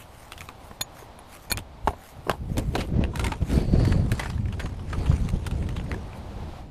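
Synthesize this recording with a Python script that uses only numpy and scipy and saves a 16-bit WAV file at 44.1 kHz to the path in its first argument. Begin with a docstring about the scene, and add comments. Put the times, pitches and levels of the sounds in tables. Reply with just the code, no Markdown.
"""A camper's folding wall and frame crack, tick and rub with sliding friction as its hinged roof is lowered.
First a plastic stool rattles as it is lifted, then is set down and stepped on, ringing its hollow shell.
The microphone is worn on a shirt: a small metal piece clinks beside it and cloth rustles against it.
Turbulent wind rumbles over the microphone and buffets it, above the faint wash of a breezy campsite."""
import sys
import numpy as np
from scipy import signal
from scipy.fft import rfft, irfft, next_fast_len
from scipy.io import wavfile
from scipy.ndimage import uniform_filter1d

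SR = 44100
rng = np.random.default_rng(int(sys.argv[2]) if len(sys.argv) > 2 else 0)


def store_wav(level_fs):
    """Save 16-bit WAV to argv[1]."""
    pcm = np.round(np.clip(np.atleast_2d(level_fs), -1, 1) * 32767)
    wavfile.write(sys.argv[1], SR, pcm.T.astype(np.int16))


N = 295690
TIME = np.arange(N) / SR

# rattle of the lifted stool, a few dry clinks of the metal piece, then dry ticks and cracks of wall and frame:
# # start_s, level_db, tilt_db_per_octave, chatter_s, emphasis_hz
CRACKS_AND_TICKS = [(0.3203, -32, 3, 0.0026, 2900), (0.378, -38.5, 3, 0.0034, 3370),
                    (0.4073, -33.5, 4, 0.0014, 2420), (0.415, -37.5, 0.5, 0.0033, 1220),
                    (0.4886, -32, -2, 0.0017, 1010), (1.5734, -28, 6, 0.0016, 3230),
                    (1.5799, -29, -5.5, .0012, 2650), (1.585, -42, 0, .0016, 3360),
                    (2.57, -31, 1.5, 0.0041, 980), (2.58, -29, 6.5, 0.0048, 900),
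                    (2.752, -26.5, 2.5, 0.0035, 4100), (2.78, -35, 1, 0.048, 2900),
                    (2.806, -30, -0.5, 0.0098, 4660), (2.873, -50, 5, 0.0015, 8700),
                    (3.0392, -25.5, -2, 0.0011, 2700), (3.1576, -29, 3.5, 0.0031, 890),
                    (3.1945, -24.5, 1.5, 0.0064, 1400), (3.2426, -25.5, 1.5, 0.0077, 900),
                    (3.266, -27, 1.5, 0.0051, 2060), (3.319, -25.5, -1.5, 0.0077, 860),
                    (3.796, -36, -5, .008, 1800), (3.85, -32, 1.5, 0.0082, 1950),
                    (3.9223, -29, -1, 0.0052, 1780), (4.117, -26, 4.5, 0.0032, 1700),
                    (4.195, -24.5, 0.5, 0.0079, 1900), (4.232, -30.5, -2, 0.0066, 1970),
                    (4.2575, -29.5, -4, 0.0046, 1760), (4.299, -35, 0.5, 0.0077, 4840),
                    (4.525, -38, 0, 0.0052, 2840), (4.5963, -31, -0.5, 0.014, 1820),
                    (4.657, -34.5, -2, 0.0082, 1050), (4.929, -29.5, -2.5, 0.01, 1270),
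                    (5.06, -35.5, -2, 0.011, 2860), (5.1127, -33, -5, 0.01, 1150),
                    (5.2883, -33.5, 3.5, 0.0042, 1050), (5.465, -31.5, 4, 0.0058, 1320),
                    (5.511, -35.5, 1, 0.0022, 2680), (5.6252, -40, -2, 0.0046, 2200),
                    (5.689, -38, 1.5, 0.0039, 2830), (5.7643, -35.5, -0.5, 0.009, 3400),
                    (5.7975, -33.5, -5, 0.0029, 2730), (5.9153, -27, -1.5, 0.0022, 1960),
                    (6.1314, -37, -6, .002, 2350)]
# modes rung by the cracks and ticks: pitch_hz, level_db, t60_s
CRACK_MODES = [(942, 1.5, 0.13), (1400, -32, 0.069), (2010, -16, 0.043), (2505, -1, 0.037),
               (3980, -3.5, 0.022), (6400, -2, 0.023), (7070, 0, 0.011), (8630, 0, 0.027)]
# direct sound of a crack: frequency_hz, level_db
CRACK_SPECTRUM = [(150, 4.5), (500, 4.5), (1000, 5.5), (2200, 2.5), (3700, -3), (6000, -12.5), (9000, -14),
                  (12400, -21), (14500, -26), (16000, -47)]
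# rubbing strokes of the folding wall: crest_s, level_db, width_s
RUB_STROKES = [(2.78, -58, 0.064), (3.26, -43.5, 0.061), (3.555, -40.5, 0.05), (3.87, -44, 0.086),
               (4.21, -42, 0.069), (4.62, -51.5, 0.076), (5.07, -46, 0.13), (5.5, -53, 0.48),
               (5.92, -60, 0.058)]
# broad friction noise of the wall: frequency_hz, level_db
RUB_SPECTRUM = [(300, 11), (1000, 13), (2200, 6.5), (3600, 4), (5500, 0.5), (6500, 1), (7400, -0.5),
                (9000, -1.5), (11500, -6.5), (14500, -28), (16000, -39)]
# rasps where the wall presses hardest: crest_s, level_db, width_s
RASP_STROKES = [(3.585, -49, 0.033), (3.85, -47.5, 0.082), (4.17, -57, 0.033), (5.02, -51.5, 0.019)]
# narrow band of the rasp: frequency_hz, level_db
RASP_SPECTRUM = [(3000, -35), (4100, -8.5), (4450, 3), (4700, -1), (5200, -20), (7000, -35)]

# impacts on the stool: start_s, level_db, tilt_db_per_octave, chatter_s, emphasis_hz
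STOOL_KNOCKS = [(0.712, -35.5, -3.5, 0.0043, 1400), (1.024, -41, -3, 0.0086, 514),
                (1.8735, -13.5, -2, 0.0024, 864), (1.878, -16, -2, 0.0027, 766),
                (1.890, -30, -3, 0.0028, 1150), (1.906, -32.5, -4, 0.0048, 695),
                (1.934, -34.5, -5.5, 0.005, 940), (2.268, -28, -7, 0.0024, 630),
                (2.283, -28, -9, .010, 334), (2.2958, -13, 1, 0.0022, 1020),
                (2.301, -25.5, 0, 0.0045, 1080), (2.312, -25.5, 1.5, 0.0051, 3380),
                (2.335, -34, -3.5, 0.021, 845), (2.7537, -19, -0.5, 0.0083, 420),
                (3.135, -37.5, -1, 0.016, 1000), (5.942, -35, 1, 0.0053, 1700)]
# modes of the stool's shell: pitch_hz, level_db, t60_s
STOOL_MODES = [(310, 15, 0.025), (420, 12.5, 0.095), (671, -13, 0.32), (726, 14, 0.062), (860, -21, 0.012),
               (990, 18, 0.038), (1080, 21.5, 0.034), (1310, -18, .035), (1620, -22, 0.029),
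               (2350, -28, 0.039), (2830, -6, 0.045), (3540, -31, .025), (4630, -15, 0.068)]
# direct sound of a knock: frequency_hz, level_db
KNOCK_SPECTRUM = [(100, -13.5), (420, -3.5), (900, -5), (1300, -11), (1650, -10), (1950, -17.5),
                  (2700, -17.5), (4000, -23), (6000, -30), (12000, -35.5), (16000, -57)]

# bounces of the metal piece: start_s, level_db, tilt_db_per_octave, chatter_s, emphasis_hz
METAL_CLINKS = [(0.8098, -26.5, 1.5, 0.00082, 10700), (0.8119, -21, 6, 0.006, 3570),
                (1.1898, -43.5, 2, 0.00091, 9700), (1.5005, -31.5, 1, .014, 6800),
                (1.5166, -17.5, 4, 0.0012, 1430), (1.5232, -22, 10.5, 0.00097, 2400),
                (1.5236, -19.5, 5, 0.0015, 9200), (1.536, -36.5, 0, 0.0033, 2500),
                (1.544, -46, -10, 0.0012, 8550)]
# modes of the metal piece: pitch_hz, level_db, t60_s
METAL_MODES = [(1020, 10.5, 0.013), (1400, -40, 0.029), (1820, -5, 0.045), (2400, 0.5, 0.036),
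               (3550, -4.5, 0.023), (4290, -1.5, 0.024), (6800, -7.5, 0.06), (8700, -17, 0.026),
               (9400, -23, 0.034), (10580, -6.5, 0.044), (11400, -15, 0.023), (12140, -16, 0.035),
               (13800, -37, 0.068), (13860, -10, 0.019)]
# direct sound of a clink: frequency_hz, level_db
CLINK_SPECTRUM = [(100, 19.5), (700, 1), (1500, 8.5), (2500, 1.5), (5500, -9), (9000, -10), (14000, -21),
                  (16000, -33)]

# swishes of the shirt while walking and climbing: crest_s, level_db, width_s
CLOTH_SWISHES = [(.01, -51.5, 0.023), (0.225, -54.5, 0.088), (0.433, -52.5, 0.044), (.68, -57, 0.055),
                 (0.991, -50, 0.03), (1.34, -47.5, 0.024), (1.442, -55, 0.031), (1.889, -48.5, 0.018),
                 (2.062, -51, 0.046), (2.3, -54, 0.044), (2.58, -56, 0.072), (2.78, -52, 0.055),
                 (3.53, -49, 0.048), (6.17, -57, 0.012)]
# friction noise of cloth: frequency_hz, level_db
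SWISH_SPECTRUM = [(300, -15), (1000, 8), (2300, 5), (4000, -1.5), (6000, -2), (9000, 0), (13500, -2),
                  (15000, -10), (16000, -24)]

# low thumps of wind buffeting the microphone: crest_s, relative_db, pitch_hz
WIND_BUFFETS = [(1.851, -20, 50.4), (1.893, -18, 65), (2.311, -18.5, 155), (2.519, -13.5, 122),
                (2.924, -14, 178), (2.967, -12, 90), (2.994, -8, 190), (3.025, -16, 214), (3.426, -9, 100),
                (3.578, -6.5, 155), (3.739, -6.5, 174), (3.785, -7, 113), (3.81, -9, 64), (3.879, -9, 243),
                (4.45, -15, 106), (5.099, -3.5, 99)]
# the breeze between gusts: time_s, relative_db
BREEZE_LEVELS = [(0, -47), (1.4, -51.5), (1.9, -41), (2.08, -57.5), (2.3, -41), (2.5, -30.5), (3.35, -43.5),
                 (4.2, -33), (4.9, -31.5), (5.8, -28.5), (6.05, -36), (6.55, -35.5), (6.7, -42)]
# gusts: crest_s, relative_rumble_db, relative_churn_db, width_s
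WIND_GUSTS = [(0.427, -46, -68, 0.049), (0.815, -41.5, -65, 0.013), (1.57, -31.5, -46, 0.027),
              (2.186, -39.5, -60, 0.018), (2.43, -30, -61, 0.019), (2.588, -23, -27.5, 0.014),
              (2.689, -22, -55, 0.013), (2.789, -27, -29.5, 0.027), (3, -21, -32.5, 0.057),
              (3.246, -24, -36.5, 0.052), (3.423, -17.5, -36, 0.0079), (3.56, -19.5, -27, 0.037),
              (3.788, -18.5, -31, 0.084), (3.96, -19, -35, 0.083), (4.126, -20, -37, 0.011),
              (4.417, -24.5, -61, 0.072), (4.652, -26.5, -35, 0.0083), (5, -24, -37, 0.024),
              (5.119, -17.5, -34, 0.026), (5.232, -21.5, -58, 0.022), (5.347, -16.5, -37, 0.012),
              (5.543, -26.5, -41, .025), (5.935, -31, -35.5, 0.033), (6.38, -46, -49, .15)]
# deep rumble of the wind: frequency_hz, level_db
RUMBLE_SPECTRUM = [(8.8, -41), (15, -7.5), (54, 1), (76, 3.5), (214, -10.5), (300, -26), (390, -56),
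                   (660, -120)]
# churning above the rumble: frequency_hz, level_db
CHURN_SPECTRUM = [(100, -23), (200, -1.5), (300, -1.5), (450, -5.5), (700, -13.5), (1200, -28),
                  (2500, -32.5), (6000, -43), (16000, -85)]
# course of the wash of open air and trees: time_s, level_db
AIR_LEVELS = [(0, -50), (1.25, -48), (1.7, -51), (2.2, -49.5), (2.5, -55), (4.5, -51.5), (5.8, -50.5),
              (6.2, -45), (6.6, -44.5), (6.7, -57)]
# colour of that wash: frequency_hz, level_db
AIR_SPECTRUM = [(20, -2), (65, -5.5), (120, -18.5), (250, -8.5), (400, -12.5), (550, -9), (800, -6.5),
                (1100, -13), (1550, -20), (2750, -24.5), (3900, -25), (5500, -32.5), (8000, -37.5),
                (12000, -41), (14400, -46), (16000, -68)]


def cracks_and_ticks(fold_s=(3.4, 5.95), tick_count=36, tick_db=-46, spread_db=4,
                     settle_s=0.012, settle_db=-9.5):
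    """Impulse excitation: the lifted stool rattles, the metal piece gives a few dry clinks, then wall and frame
    crack and tick as they fold."""
    ticks = [(np.interp(when, [0, 1], fold_s), tick_db + spread_db * (2 * size - 1),
              -1, 0.004, 900 * 4 ** pitch)
             for when, size, pitch in rng.random((tick_count, 3))]
    # a weaker click follows each listed one
    lags_s = settle_s * (0.5 + rng.random(len(CRACKS_AND_TICKS)))
    settling = [(s + lag_s, db + settle_db, *timbre)
                for (s, db, *timbre), lag_s in zip(CRACKS_AND_TICKS, lags_s)]
    return strikes(CRACKS_AND_TICKS + settling + ticks, CRACK_MODES, CRACK_SPECTRUM,
                   ring_db=-16.5, contact=0.29, tail_db=-8.5, tail_s=0.012,
                   pivot_hz=2220, emphasis_db=10, emphasis_octaves=0.15)


def wall_friction(grain_db=2.5, rest_db=-75.5):
    """Sliding friction: the wall rubs with grainy noise and rasps thinly where it presses hardest."""
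    light_contact = amp(rest_db) * (TIME > RUB_STROKES[0][0])
    pressure = np.hypot(swells(RUB_STROKES), light_contact)
    grains = noise(RUB_SPECTRUM) * amp(grain_db * flutter(300))
    rub = patchy(grains, depth_db=3.5) * pressure
    rasp = patchy(noise(RASP_SPECTRUM), depth_db=3) * swells(RASP_STROKES)
    return rub + rasp


def stool_knocks():
    """Shell resonance: blows from the ground and a foot excite the damped modes of hollow plastic."""
    return strikes(STOOL_KNOCKS, STOOL_MODES, KNOCK_SPECTRUM,
                   ring_db=-7.5, contact=0.31, tail_db=-9, tail_s=0.011,
                   pivot_hz=1000, emphasis_db=9, emphasis_octaves=0.12)


def metal_clinks():
    """Free vibration: a small metal piece rings in high, inharmonic modes after each bounce."""
    return strikes(METAL_CLINKS, METAL_MODES, CLINK_SPECTRUM,
                   ring_db=0, contact=0.32, tail_db=-47, tail_s=0.008,
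                   pivot_hz=4960, emphasis_db=15.5, emphasis_octaves=0.2)


def shirt_rustle(grain_db=2.5):
    """Friction noise: fibres catch and slide with each swing of the body."""
    grains = noise(SWISH_SPECTRUM) * amp(grain_db * flutter(580))
    return swells(CLOTH_SWISHES) * patchy(grains, depth_db=3)


def wind_buffets(width_cycles=0.48, gain_db=-1):
    """Pressure pulses: each buffet on the microphone is a push of air with a swing before and after."""
    t = np.arange(-2000, 2000) / SR
    out = np.zeros(N)
    for crest_s, db, hz in WIND_BUFFETS:
        swing = np.cos(2 * np.pi * hz * t + rng.uniform(0, 2 * np.pi))
        envelope = amp(db + gain_db) / np.cosh(2 * hz * t / width_cycles)
        add(out, crest_s + t[0], envelope * swing)
    return out


def wind(rumble_db=-1, churn_db=1, breeze_churn_db=-15.5, lump_db=3, waver_db=1.5):
    """Turbulence: pressure fluctuations rumble and churn as gusts rise out of a wavering breeze."""
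    breeze = amp(curve(BREEZE_LEVELS) + waver_db * flutter(16))
    gusts = swells([(s, db, width) for s, db, _, width in WIND_GUSTS])
    eddies = swells([(s, db, width) for s, _, db, width in WIND_GUSTS])
    rumble = steadied(noise(RUMBLE_SPECTRUM), span_s=0.0568) * np.hypot(breeze, gusts)
    lumps = noise(CHURN_SPECTRUM) * amp(lump_db * flutter(90))
    churn = steadied(lumps, span_s=0.1) * np.hypot(breeze * amp(breeze_churn_db), eddies)
    return amp(rumble_db) * rumble + amp(churn_db) * churn


def open_air(waver_db=0.57):
    """Ambient noise: distant air and trees merge into one broadband wash."""
    return noise(AIR_SPECTRUM) * amp(curve(AIR_LEVELS) + waver_db * flutter(17))


def strikes(rows, modes, spectrum, ring_db, contact, tail_db, tail_s,
            pivot_hz, emphasis_db, emphasis_octaves, size=8192):
    """Convolution: a first contact and its chatter are heard directly and through decaying modes."""
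    t, hz = np.arange(size) / SR, np.fft.rfftfreq(size, 1 / SR)
    direct = unit(irfft(minimum_phase(spectrum_db(spectrum, hz))))
    octaves = np.log2(np.clip(hz, pivot_hz / 3, SR) / pivot_hz)
    out = np.zeros(N)
    for start_s, db, tilt, chatter_s, emphasis_hz in rows:
        grains, scatter = rng.standard_normal((2, size))
        ring = sum(rng.uniform(0.6, 1.4) * amp(mode_db - 60 * t / t60) * np.sin(2 * np.pi * f * t)
                   for f, mode_db, t60 in modes)
        response = direct + amp(ring_db) * unit(ring)
        age = t / max(chatter_s, 2 / SR)
        chatter = unit(grains * (1 - np.exp(-10 * age)) * np.exp(-age ** 2))
        impulse = contact * unit(1.0 * (t == 0))
        tail = amp(tail_db) * unit(scatter * np.exp(-t / tail_s))  # scattered by surrounding panels
        force = unit(chatter + impulse) + tail
        # the place of contact favours one region of the modes
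        emphasis = emphasis_db / (1 + (np.log2((hz + 1) / emphasis_hz) / emphasis_octaves) ** 2)
        blow = irfft(rfft(force) * rfft(response) * minimum_phase(tilt * octaves + emphasis))
        peak_rms = np.sqrt(uniform_filter1d(blow ** 2, size=256).max())
        add(out, start_s, amp(db) * blow / peak_rms)
    return out


def minimum_phase(db):
    """Causal response for a gain curve, so that attacks stay sharp."""
    log_gain = np.log(amp(np.concatenate([db, db[-2:0:-1]])))
    return np.exp(np.conj(signal.hilbert(log_gain)))[:len(db)]


def patchy(x, depth_db, frames=8, bins=7):
    """Spectral modulation: small regions swell and fade as the contact shifts."""
    spectra = signal.stft(x, nperseg=512)[2]
    patches = uniform_filter1d(rng.standard_normal(spectra.shape), bins, axis=0)
    patches = uniform_filter1d(patches, frames, axis=1)
    return unit(signal.istft(spectra * amp(depth_db * unit(patches)))[1][:N])


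def swells(rows):
    """Power summation: smooth rises and falls combine into one gain."""
    return np.sqrt(sum((amp(db) / np.cosh(np.minimum(abs(TIME - crest_s) / width_s, 20))) ** 2
                       for crest_s, db, width_s in rows))


def steadied(x, span_s):
    """Division by the running rms evens out the chance swells of a noise."""
    power = abs(uniform_filter1d(x ** 2, max(int(span_s * SR), 2)))
    return x / np.sqrt(power + 1e-6)


def noise(spectrum):
    """Spectral shaping of white noise, at rms 1."""
    size = next_fast_len(N, True)
    gain = amp(spectrum_db(spectrum, np.fft.rfftfreq(size, 1 / SR)))
    return unit(irfft(rfft(rng.standard_normal(size)) * gain, size)[:N])


def flutter(rate_hz):
    """Random modulation of rms 1."""
    return unit(np.interp(TIME * rate_hz, np.arange(8000), rng.standard_normal(8000)))


def spectrum_db(points, hz):
    """Interpolation of (frequency_hz, level_db) points in log frequency."""
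    frequency_hz, level_db = np.transpose(points)
    return np.interp(np.log(hz + 1), np.log(frequency_hz + 1), level_db)


def curve(rows):
    """Linear interpolation of (time_s, value) rows."""
    return np.interp(TIME, *np.transpose(rows))


def add(mix, start_s, sound):
    """Superposition of a sound on the mix."""
    part = mix[max(round(start_s * SR), 0):][:len(sound)]
    part += sound[:len(part)]


def amp(db):
    """Decibels to amplitude ratio."""
    return 10 ** (np.asarray(db) / 20)


def unit(x):
    """Normalisation to rms 1."""
    return x / np.sqrt(np.mean(x ** 2) + 1e-20)


def scene():
    """Superposition: the pressures of all sources add at one microphone."""
    transients = stool_knocks() + metal_clinks() + cracks_and_ticks() + wind_buffets()
    noises = wind() + shirt_rustle() + wall_friction() + open_air()
    return (transients + noises)[None]


def record(dry, cutoff_hz=15500):
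    """Band limiting: a low-pass filter removes the highest treble."""
    lowpass = signal.firwin(255, cutoff_hz, window=("kaiser", 9), fs=SR)
    return signal.oaconvolve(dry, lowpass[None], "same")


dry = scene()
out = record(dry)
store_wav(out)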